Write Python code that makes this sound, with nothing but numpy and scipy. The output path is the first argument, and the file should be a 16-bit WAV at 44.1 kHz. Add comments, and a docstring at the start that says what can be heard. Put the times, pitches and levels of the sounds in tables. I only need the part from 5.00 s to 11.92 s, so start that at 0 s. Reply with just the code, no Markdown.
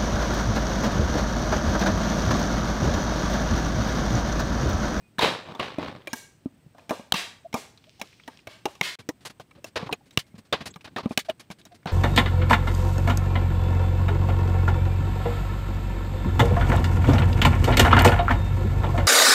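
"""Splitting coconuts in a yard

People split husked coconuts with long knives in a yard ringed by trees; nuts land and tumble on the heap.
Blows are noise bursts driving damped modes; the trees return each as a late, hissing noise echo.
Insects (noise bands), a distant bird (wavering tones), a trickle and drips fill the gaps.
After a short, nearly silent cut the playback skips ahead: blows and echoes come as clipped snatches,
over the same insects, bird, drips and hollow notes."""
import sys
import numpy as np
from scipy import signal
from scipy.fft import rfft, irfft
from scipy.io import wavfile
from scipy.ndimage import uniform_filter1d

SR = 44100
rng = np.random.default_rng(int(sys.argv[2]) if len(sys.argv) > 2 else 0)


def unload_audio(sound):
    """Save the sound as a 16-bit wav file, at the path given as the first command line argument."""
    columns = np.transpose(np.atleast_2d(sound))
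    # keep every value between -1 and 1, then stretch to whole-number steps
    steps = np.round(np.clip(columns, -1, 1) * 32767)
    wavfile.write(sys.argv[1], SR, steps.astype(np.int16))


N = 305172

CUT_FROM_S, CUT_TO_S = 3.956, 3.987
KEPT_S, STOP_FADE_S = 0.017, 0.0089  # blow length after the cut; time constant of every abrupt stop


def gain_of(db):
    """Decibels to amplitude."""
    return 10 ** (np.asarray(db) / 20)


def evened(x):
    """Scales to an rms of one."""
    return x / np.sqrt(np.mean(x ** 2) + 1e-20)


def peaked(x):
    """Scales to a peak of one."""
    return x / (abs(x).max() + 1e-20)


def loudest(x):
    """Scales so that the loudest 300 samples (7 ms) have an rms of one."""
    return x / np.sqrt(uniform_filter1d(x ** 2, size=300).max() + 1e-20)


def add(mix, start_s, sound):
    """Adds a sound into the mix at a time, clipped to the end."""
    part = mix[round(start_s * SR):][:len(sound)]
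    part += sound[:len(part)]


def coloured(x, hz, db):
    """Shapes a spectrum by straight dB lines on a log-frequency axis."""
    f = np.fft.rfftfreq(len(x), 1 / SR)
    shape_db = np.interp(np.log(f + 1), np.log(hz), db)
    return irfft(rfft(x) * gain_of(shape_db), len(x))


def band(x, lo_hz, hi_hz, skirt_db=-18):
    """One broad band with sloping sides, rms one."""
    corners_hz = [lo_hz / 2, lo_hz, hi_hz, hi_hz * 2, hi_hz * 4]
    return evened(coloured(x, corners_hz, [skirt_db, 0, -3, skirt_db - 10.5, -55]))


def ring(push, hz, t60_s):
    """One damped mode (two-pole resonator) driven by a push."""
    r = 10 ** (-3 / (t60_s * SR))
    return loudest(signal.lfilter([1], [1, -2 * r * np.cos(2 * np.pi * hz / SR), r * r], push))


def stopped(sound, length_s):
    """Fades a sound out abruptly after a given length."""
    over_s = np.maximum(np.arange(len(sound)) / SR - length_s, 0)
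    return sound * np.exp(-over_s / STOP_FADE_S)


def wander(count, smooth):
    """Slow random curve, rms one: noise averaged over a number of samples."""
    return evened(uniform_filter1d(rng.standard_normal(count), size=smooth))


def chop(start_s, crack_db, crack_hz, shell_db, shell_hz, thud_db, thud_hz, tick_db, blade_db, echo_db):
    """A knife blow: the harder it lands, the deeper the knife bites and the shorter the nut rings."""
    hard, soft, per_db, hard_db = 0.83, 1.58, 0.1, -16  # length factors against crack level
    long = min(hard + per_db * (hard_db - crack_db), soft)
    return blow(start_s, thud_hz, thud_db, shell_hz, shell_db, crack_hz, crack_db, tick_db, blade_db, echo_db, long)


def blow(start_s, thud_hz, thud_db, shell_hz, shell_db, crack_hz, crack_db, tick_db, blade_db, echo_db, long):
    """Knife or nut strikes a nut: a soft push moves the body, splintering excites shell and blade."""
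    # blade modes: mode_hz, relative_db, t60_s
    blade_modes = [(1626, 0, 0.037), (2250, -9, 0.056), (2842, -10, 0.038), (4021, -10, 0.034),
                   (5233, -13, 0.015), (6697, -18, 0.022), (8672, -12, 0.03), (9609, -19, 0.059),
                   (10730, -20, 0.043), (11850, -21, 0.043), (13000, -24, 0.057), (14240, -26, 0.039)]
    t = np.arange(4096) / SR
    long = max(long, .2)
    noise = rng.standard_normal(size=(4, len(t)))
    burst = (1 - np.exp(-t / 0.00027)) ** 2 * np.exp(-t / (0.0032 * long))
    push = np.diff((t / .0008) * np.exp(-t / 0.00071), prepend=0)

    thud = ring(push, thud_hz, 0.037 * long)

    husk = loudest(coloured(noise[3], [120, 300, 1200, 2400], [-21.0, 5.5, 3.5, -50.5]) * burst ** 0.3)
    shell = loudest(ring(noise[0] * burst, shell_hz, 0.016 * long) + 0.58 * husk)

    # torn fibres fill the spectrum around the crack
    fibre_noise = coloured(noise[0], [400, 1300, 4000, 5500, 9000], [-37.5, 5.0, 5, -30.5, -46.5])
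    fibres = loudest(fibre_noise * burst)
    crack_push = np.diff(noise[1], prepend=0) * burst
    crack = loudest(ring(crack_push, crack_hz, 0.011 * long) + 0.86 * fibres)

    tick = loudest(coloured(noise[2], [3780, 5590, 9190, 16100], [-30, 5.0, -14, -12.5]) * burst)
    blade_push = np.diff(noise[2], prepend=0) * burst
    blade = loudest(sum(gain_of(db) * ring(blade_push, hz, t60_s) for hz, db, t60_s in blade_modes))

    levels_db = thud_db, shell_db, crack_db, tick_db, blade_db
    near = sum(gain_of(db) * part for db, part in zip(levels_db, (thud, shell, crack, tick, blade)))

    # countless leaves blur the blow into its broad colour; a trace of the rings survives
    leaves = trees()
    echo_colour_db = [thud_db, shell_db, crack_db, crack_db - 4.5, tick_db]
    blurred = coloured(leaves, [250, 900, 1800, 4200, 6500], echo_colour_db)
    rings = .11 * near + 0.25 * gain_of(blade_db) * blade
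    trace = signal.fftconvolve(rings, leaves)[:len(leaves)]
    out = gain_of(echo_db) * (12.0 * blurred + trace)
    add(out, 0, near)
    return stopped(out, CUT_FROM_S - start_s if start_s < CUT_FROM_S else KEPT_S)


def trees():
    """Leaf echoes: a gap, a swell as more crowns answer, then each band dies at its own speed."""
    # echo bands: band_hz, relative_db, t60_s
    echo_bands = [(100, -15.5, 0.3), (400, 0, 0.42), (1260, -4.5, 0.42), (3350, 3.5, 0.36), (7320, 0, 0.41),
                  (15000, -8.5, 0.26)]
    hz, db, t60_s = np.transpose(echo_bands)
    f, t, z = signal.stft(rng.standard_normal(size=30000), SR, nperseg=256)
    log_f = np.log(f + 1)
    level_db = np.interp(log_f, np.log(hz), db)[:, None]
    decay_s = np.interp(log_f, np.log(hz), t60_s)[:, None]
    tail = signal.istft(z * gain_of(level_db - 60 * t / decay_s), SR, nperseg=256)[1]
    late_s = np.maximum(np.arange(len(tail)) / SR - .012, 0)
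    tail = tail * (1 - np.exp(-late_s / .025))
    return tail / np.linalg.norm(tail)


def landing(start_s, thud_db, thud_hz, shell_db, echo_db):
    """A whole nut drops on the others: a blow with little crack or tick and no blade."""
    shell_hz, crack_hz, long = 605, 2430, 1.13
    crack_db, tick_db = shell_db - 12, shell_db - 33.5
    return blow(start_s, thud_hz, thud_db, shell_hz, shell_db, crack_hz, crack_db, tick_db, -np.inf, echo_db, long)


def clatter(count, grain_db):
    """Uneven noise: dense small knocks of scattered size."""
    return gain_of(grain_db * wander(count, smooth=130)) * rng.standard_normal(count)


def tumble(level_db, hold_s, low_db, high_db):
    """Rolling nuts knock low, rattle in the shell range and scrape above it."""
    rise_s, fall_db_per_s = 0.0095, 121.5
    t = np.arange(SR // 2) / SR
    knocks = clatter(len(t), grain_db=3.5)
    low, shell, high = band(knocks, 110, 340), band(knocks, 492, 1100), band(knocks, 1800, 3900)
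    parts = shell + gain_of(low_db) * low + gain_of(high_db) * high
    fall = gain_of(level_db - fall_db_per_s * np.maximum(t - hold_s, 0))
    return fall * np.minimum(t / rise_s, 1) * parts


def snatch(length_s, level_db, low_db, bright, fall_db_per_s=150):
    """A piece of clatter or hissing echo between skips: banded noise fades in, sinks, stops abruptly."""
    clatter_db, hiss_db = (-1, -3.5, -43.5), (-8.5, -2, -6)  # middle, high, top band
    edges_hz = (90, 290), (450, 1090), (1600, 4300), (5200, 10500)
    t = np.arange(8192) / SR
    noise = clatter(len(t), grain_db=0.5)
    bands_db = [low_db] + [dull + bright * (hiss - dull) for dull, hiss in zip(clatter_db, hiss_db)]
    parts = sum(gain_of(db) * band(noise, *edges) for db, edges in zip(bands_db, edges_hz))
    envelope = gain_of(level_db - fall_db_per_s * t) * (1 - np.exp(-t / 0.0019))
    return stopped(envelope * parts, length_s)


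def note(peak_db, hz, length_s, waver=0.038):
    """A short, nearly pure tone that swells and stops; waver is its rms relative pitch drift."""
    count = round(max(length_s, .002) * SR)
    drift = waver * wander(9000, smooth=400)[:count]
    phase = 2 * np.pi * np.cumsum(hz * (1 + drift)) / SR
    return gain_of(peak_db) * np.sin(phase) * signal.windows.tukey(len(drift), .85)


def trickle():
    """Water running from a split nut: many tiny drops of scattered size over a faint wet hiss."""
    # flow: time_s, level_db
    flow = [(2.738, -80), (2.8, -67.5), (3.1, -60.5), (3.419, -66), (3.5, -100)]
    s, db = np.transpose(flow)
    t = np.arange(s[0], s[-1], 1 / SR)
    chance, size, hiss = rng.random(len(t)), rng.exponential(size=len(t)), rng.standard_normal(len(t))
    drops = evened((chance < 140 / SR) * gain_of(6.9 * size))  # about 140 drops per second
    return s[0], gain_of(np.interp(t, s, db)) * band(0.82 * drops + hiss, 2500, 5400)


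def drip(peak_db, hz):
    """A drop or chip lands: a decaying noise splash drives one short mode."""
    splash = rng.standard_normal(size=800) * np.exp(-np.arange(800) / 200.0)
    return gain_of(peak_db) * peaked(ring(splash, hz, 0.0041))


def yard():
    """Distant rustle with a lumpy low end, and thin throbbing noise bands of insect song."""
    # rustle spectrum: hz, relative_db_per_hz
    rustle_spectrum = [(18, -46), (30, -8.5), (115, 2.5), (350, -7), (420, -11.5), (1180, -20.5),
                       (2470, -22), (7280, -32.5), (8450, -34), (9480, -53.5), (15200, -30), (16500, -56.5)]
    # insect bands: centre_hz, half_width_hz, level_db (before the throb)
    insects = [(8230, 650, -79), (10700, 1500, -87)]
    rustle_db = -60.5
    hz, db = np.transpose(rustle_spectrum)
    out = gain_of(rustle_db) * evened(coloured(rng.standard_normal(N), hz, db))
    for f, width, level_db in insects:
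        throb = gain_of(2.2 * wander(N, smooth=600))
        song = coloured(rng.standard_normal(N), [f - width, f, f + width], [-25, 0, -25])
        out = out + gain_of(level_db) * throb * evened(song)
    return out


def scene():
    """All sources summed into one channel."""
    # knife blows: start_s, crack_db, crack_hz, shell_db, shell_hz, thud_db, thud_hz, tick_db, blade_db,
    # echo_db (relative)
    chops = [(.184, -26.5, 1730, -51, 840, -30, 209, -53, -59, 10),
             (.191, -23, 3690, -20.5, 960, -31.5, 215, -39.5, -49, 15.5),
             (.222, -22.5, 3920, -22, 860, -29, 373, -60, -52, -4),
             (.549, -44, 3500, -37, 900, -50, 240, -54, -66, -3),
             (.596, -32, 2860, -25.5, 1125, -35, 240, -54, -54, 7),
             (1.072, -34, 2370, -36.5, 565, -43.5, 337, -50, -41.5, -2.5),
             (1.131, -30.5, 1660, -32, 910, -31, 244, -30.5, -33, -1.7),
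             (1.748, -63.5, 1480, -51, 650, -65, 172, -75, -74, 14.5),
             (1.782, -53, 1610, -48.5, 904, -55.5, 285, -63, -78, 2),
             (1.894, -35.5, 2340, -35.5, 820, -40, 268, -41.5, -41.5, 3),
             (1.907, -33, 1780, -22, 650, -27, 241, -45, -40, -3),
             (2.122, -12.5, 3250, -20, 726, -28, 303, -32.5, -52, 2),
             (2.14, -28, 2730, -26, 1125, -29, 189, -33, -51, 7),
             (2.528, -39, 2270, -45, 865, -47, 272, -47, -62, 11),
             (2.541, -30.5, 2360, -25, 806, -26.5, 239, -33, -43, -1.5),
             (2.997, -52, 3000, -56, 800, -60, 200, -51, -66, -8),
             (3.014, -29, 2185, -32.5, 800, -43, 206, -37.5, -45, -13),
             (3.277, -39.5, 1920, -37.5, 903, -38.5, 258, -52, -47, -3.5),
             (3.471, -37.5, 2210, -38, 657, -44, 101, -51.5, -50, 5),
             (3.655, -27, 2760, -23, 803, -29, 383, -34, -49, -10.5),
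             (3.752, -52.5, 2580, -52, 1110, -68, 103, -54.5, -70, -12),
             (3.811, -16, 2180, -23.5, 860, -27.5, 182, -29, -55, 3.5),
             (4.089, -33.5, 1920, -29.5, 470, -24.5, 305, -33.5, -51, -8.5),
             (4.398, -44, 1510, -39.5, 663, -44.5, 118, -54.5, -65.5, -6),
             (4.51, -52.5, 2280, -57.5, 1270, -65, 147, -72.5, -71, -12.5),
             (4.643, -38, 2700, -36.5, 650, -47, 295, -39, -55, -16),
             (4.892, -53, 1490, -30, 940, -52, 254, -73.5, -64, 5),
             (4.926, -24, 2520, -29.5, 732, -29.5, 455, -43, -39, -5),
             (5.108, -52, 3780, -72, 536, -73, 124, -58.5, -75, 3),
             (5.174, -14, 2890, -25.5, 458, -21.5, 132, -24.5, -43, 7),
             (5.526, -21.5, 3630, -33, 830, -37, 342, -58, -50, 15),
             (5.759, -46.5, 2300, -42.5, 1156, -40, 172, -56, -54, -12),
             (5.962, -30, 1780, -30, 810, -32.5, 240, -61.5, -56.5, -16),
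             (5.983, -48, 1570, -29.5, 1200, -45, 345, -50, -55, -10),
             (6.175, -16, 2850, -26, 757, -27, 239, -25, -30.5, 10),
             (6.297, -29.5, 2930, -32.5, 650, -41.5, 240, -52, -48, -9),
             (6.502, -43, 2240, -39.5, 670, -37.5, 186, -53, -62, -13),
             (6.652, -52, 3770, -54, 650, -66, 183, -48, -70, -6),
             (6.857, -37, 1480, -28, 740, -28, 172, -61, -51, -20)]
    # whole nuts landing on the heap: start_s, thud_db, thud_hz, shell_db, echo_db (relative)
    landings = [(.784, -22, 295, -27.5, 4.5), (1.458, -22, 265.5, -47.5, -7.5),
                (1.663, -44.5, 150.4, -69, -9.5), (1.995, -37.5, 235, -39.5, -6.5),
                (4.827, -28, 183, -34, -8), (5.342, -39.5, 184, -56.5, -6), (6.058, -18, 225, -31, 10),
                (6.108, -26.5, 230, -31, -9)]
    # clatter and echo pieces: start_s, length_s, level_db, low_db (relative), bright (0 clatter, 1 hiss)
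    snatches = [(3.988, 0.021, -45.5, 1, 0.82), (4.206, 0.033, -59.5, 2.5, 0.95),
                (4.25, 0.025, -37.5, -16.5, 1), (4.297, 0.01, -44.5, -4, 0.87),
                (4.401, 0.014, -50, -9, 0.85), (4.55, 0.044, -58.5, 7.5, 0.11), (4.659, 0.029, -52, 0, 1),
                (4.757, 0.02, -24.5, -15.5, 0.41), (4.79, 0.071, -39, -6, 0.045),
                (4.861, 0.016, -41.5, 3, .1), (4.911, 0.028, -44, 7, 0.25), (5.056, .027, -63.5, 8, 1),
                (5.123, 0.019, -62, 0.5, 1), (5.264, .026, -65.5, -3, 0.98), (5.35, .014, -58, 4, .7),
                (5.379, 0.015, -53.5, 8.5, 1), (5.45, 0.019, -62.5, -11, 0.91),
                (5.525, 0.018, -22, -18, 0.067), (5.549, 0.1, -43, -6, 0.23), (5.605, 0.018, -38, -3, 0.38),
                (5.656, 0.022, -35.5, -8, 0.97), (5.688, 0.025, -57.5, 11, 0.4),
                (5.735, 0.023, -66, 3, .95), (5.809, 0.0074, -58, -26, 0.95),
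                (5.843, 0.017, -40, -12, 0.63), (5.873, 0.0063, -45, -1, 0.071),
                (5.909, 0.036, -67, 15, 0.39), (5.967, 0.042, -34, -9.5, .1),
                (6.029, 0.024, -46.5, 4, 0.043), (6.09, .015, -54.5, 0, 1), (6.114, 0.019, -47, 1, .9),
                (6.247, 0.019, -51, -13, 0.82), (6.285, 0.016, -39.5, -17, 0.54),
                (6.308, 0.0079, -54, -5, 0.44), (6.395, 0.016, -45.5, -16, 0.97),
                (6.423, 0.022, -64, -14, 0.83), (6.509, 0.01, -40, -10, 0.89),
                (6.585, 0.02, -55.5, 0, 0.97), (6.659, 0.012, -55, 3, .7), (6.717, 0.01, -56.5, -18, .6),
                (6.744, 0.017, -56, 0.5, 1), (6.868, .06, -33, -7.5, 0.12)]
    # nuts rolling down the heap: start_s, level_db, hold_s, low_db, high_db (both relative to shell range)
    tumbles = [(.188, -30, .015, -10.5, -0.5), (.218, -25.5, 0.024, -6, -2), (.455, -45.5, 0.063, -1.5, -7),
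               (.59, -34.5, 0.025, -7, -1), (.785, -38.5, 0.074, -0.5, -4.5)]
    # hollow notes from opened shells: start_s, peak_db, pitch_hz, length_s
    hollow_notes = [(2.444, -35, 663, 0.031), (2.862, -54.5, 602, 0.04), (2.992, -42.5, 780, 0.021),
                    (4.574, -50, 554, 0.028), (5.005, -55.5, 816, 0.017), (6.284, -19, 643, 0.025),
                    (6.705, -48, 707, 0.047)]
    # distant bird calls: start_s, length_s, pitch_hz, peak_db
    bird_calls = [(0, .11, 2480, -66), (4.015, .028, 2300, -62), (5.235, .03, 2150, -66),
                  (5.31, .022, 2150, -68)]
    # brief high rings of a blade: start_s, length_s, pitch_hz, peak_db
    glints = [(1.085, .045, 6700, -58), (1.152, .03, 14200, -50), (4.932, .02, 6700, -48),
              (5.125, .02, 7700, -62), (5.7, .024, 3380, -58), (5.7, .024, 6610, -53),
              (5.7, .024, 7640, -51)]
    # drops and chips landing: start_s, peak_db, pitch_hz
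    drips = [(1.018, -48, 3300), (1.794, -45, 2720), (2.775, -43, 4070), (2.8404, -44.5, 3260),
             (2.885, -58, 3060), (3.128, -45, 2540), (3.198, -41, 2320), (3.236, -45, 3440),
             (3.3733, -49, 3800), (3.3905, -43.5, 2660), (3.402, -52, 5000), (3.685, -42, 2600),
             (3.7262, -54, 2330), (5.74, -38, 3870), (5.8087, -40.5, 2580), (6.6146, -42.5, 3610),
             (6.8308, -47.5, 2090)]

    mix = yard()
    for table, source in ((chops, chop), (landings, landing)):
        for row in table:
            add(mix, row[0], source(*row))
    for table, source in ((snatches, snatch), (tumbles, tumble), (hollow_notes, note), (drips, drip)):
        for start_s, *settings in table:
            add(mix, start_s, source(*settings))
    for start_s, length_s, hz, peak_db in bird_calls + glints:
        add(mix, start_s, note(peak_db, hz, length_s, waver=0.0055))
    add(mix, *trickle())
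    return mix[None]


def record(dry):
    """The microphone loses the deepest bass; then the nearly silent cut and a steep treble limit."""
    dry = signal.lfilter(*signal.butter(2, 55., "high", fs=SR), dry)
    t = np.arange(N) / SR
    outside_s = np.maximum(CUT_FROM_S - t, t - CUT_TO_S)
    cut = np.clip(outside_s / 0.0017, .02, 1)
    treble_limit = signal.firwin(255, 15800, window=("kaiser", 9), fs=SR)
    return signal.oaconvolve(dry * cut, treble_limit[None], "same")


dry = scene()
out = record(dry)
unload_audio(out)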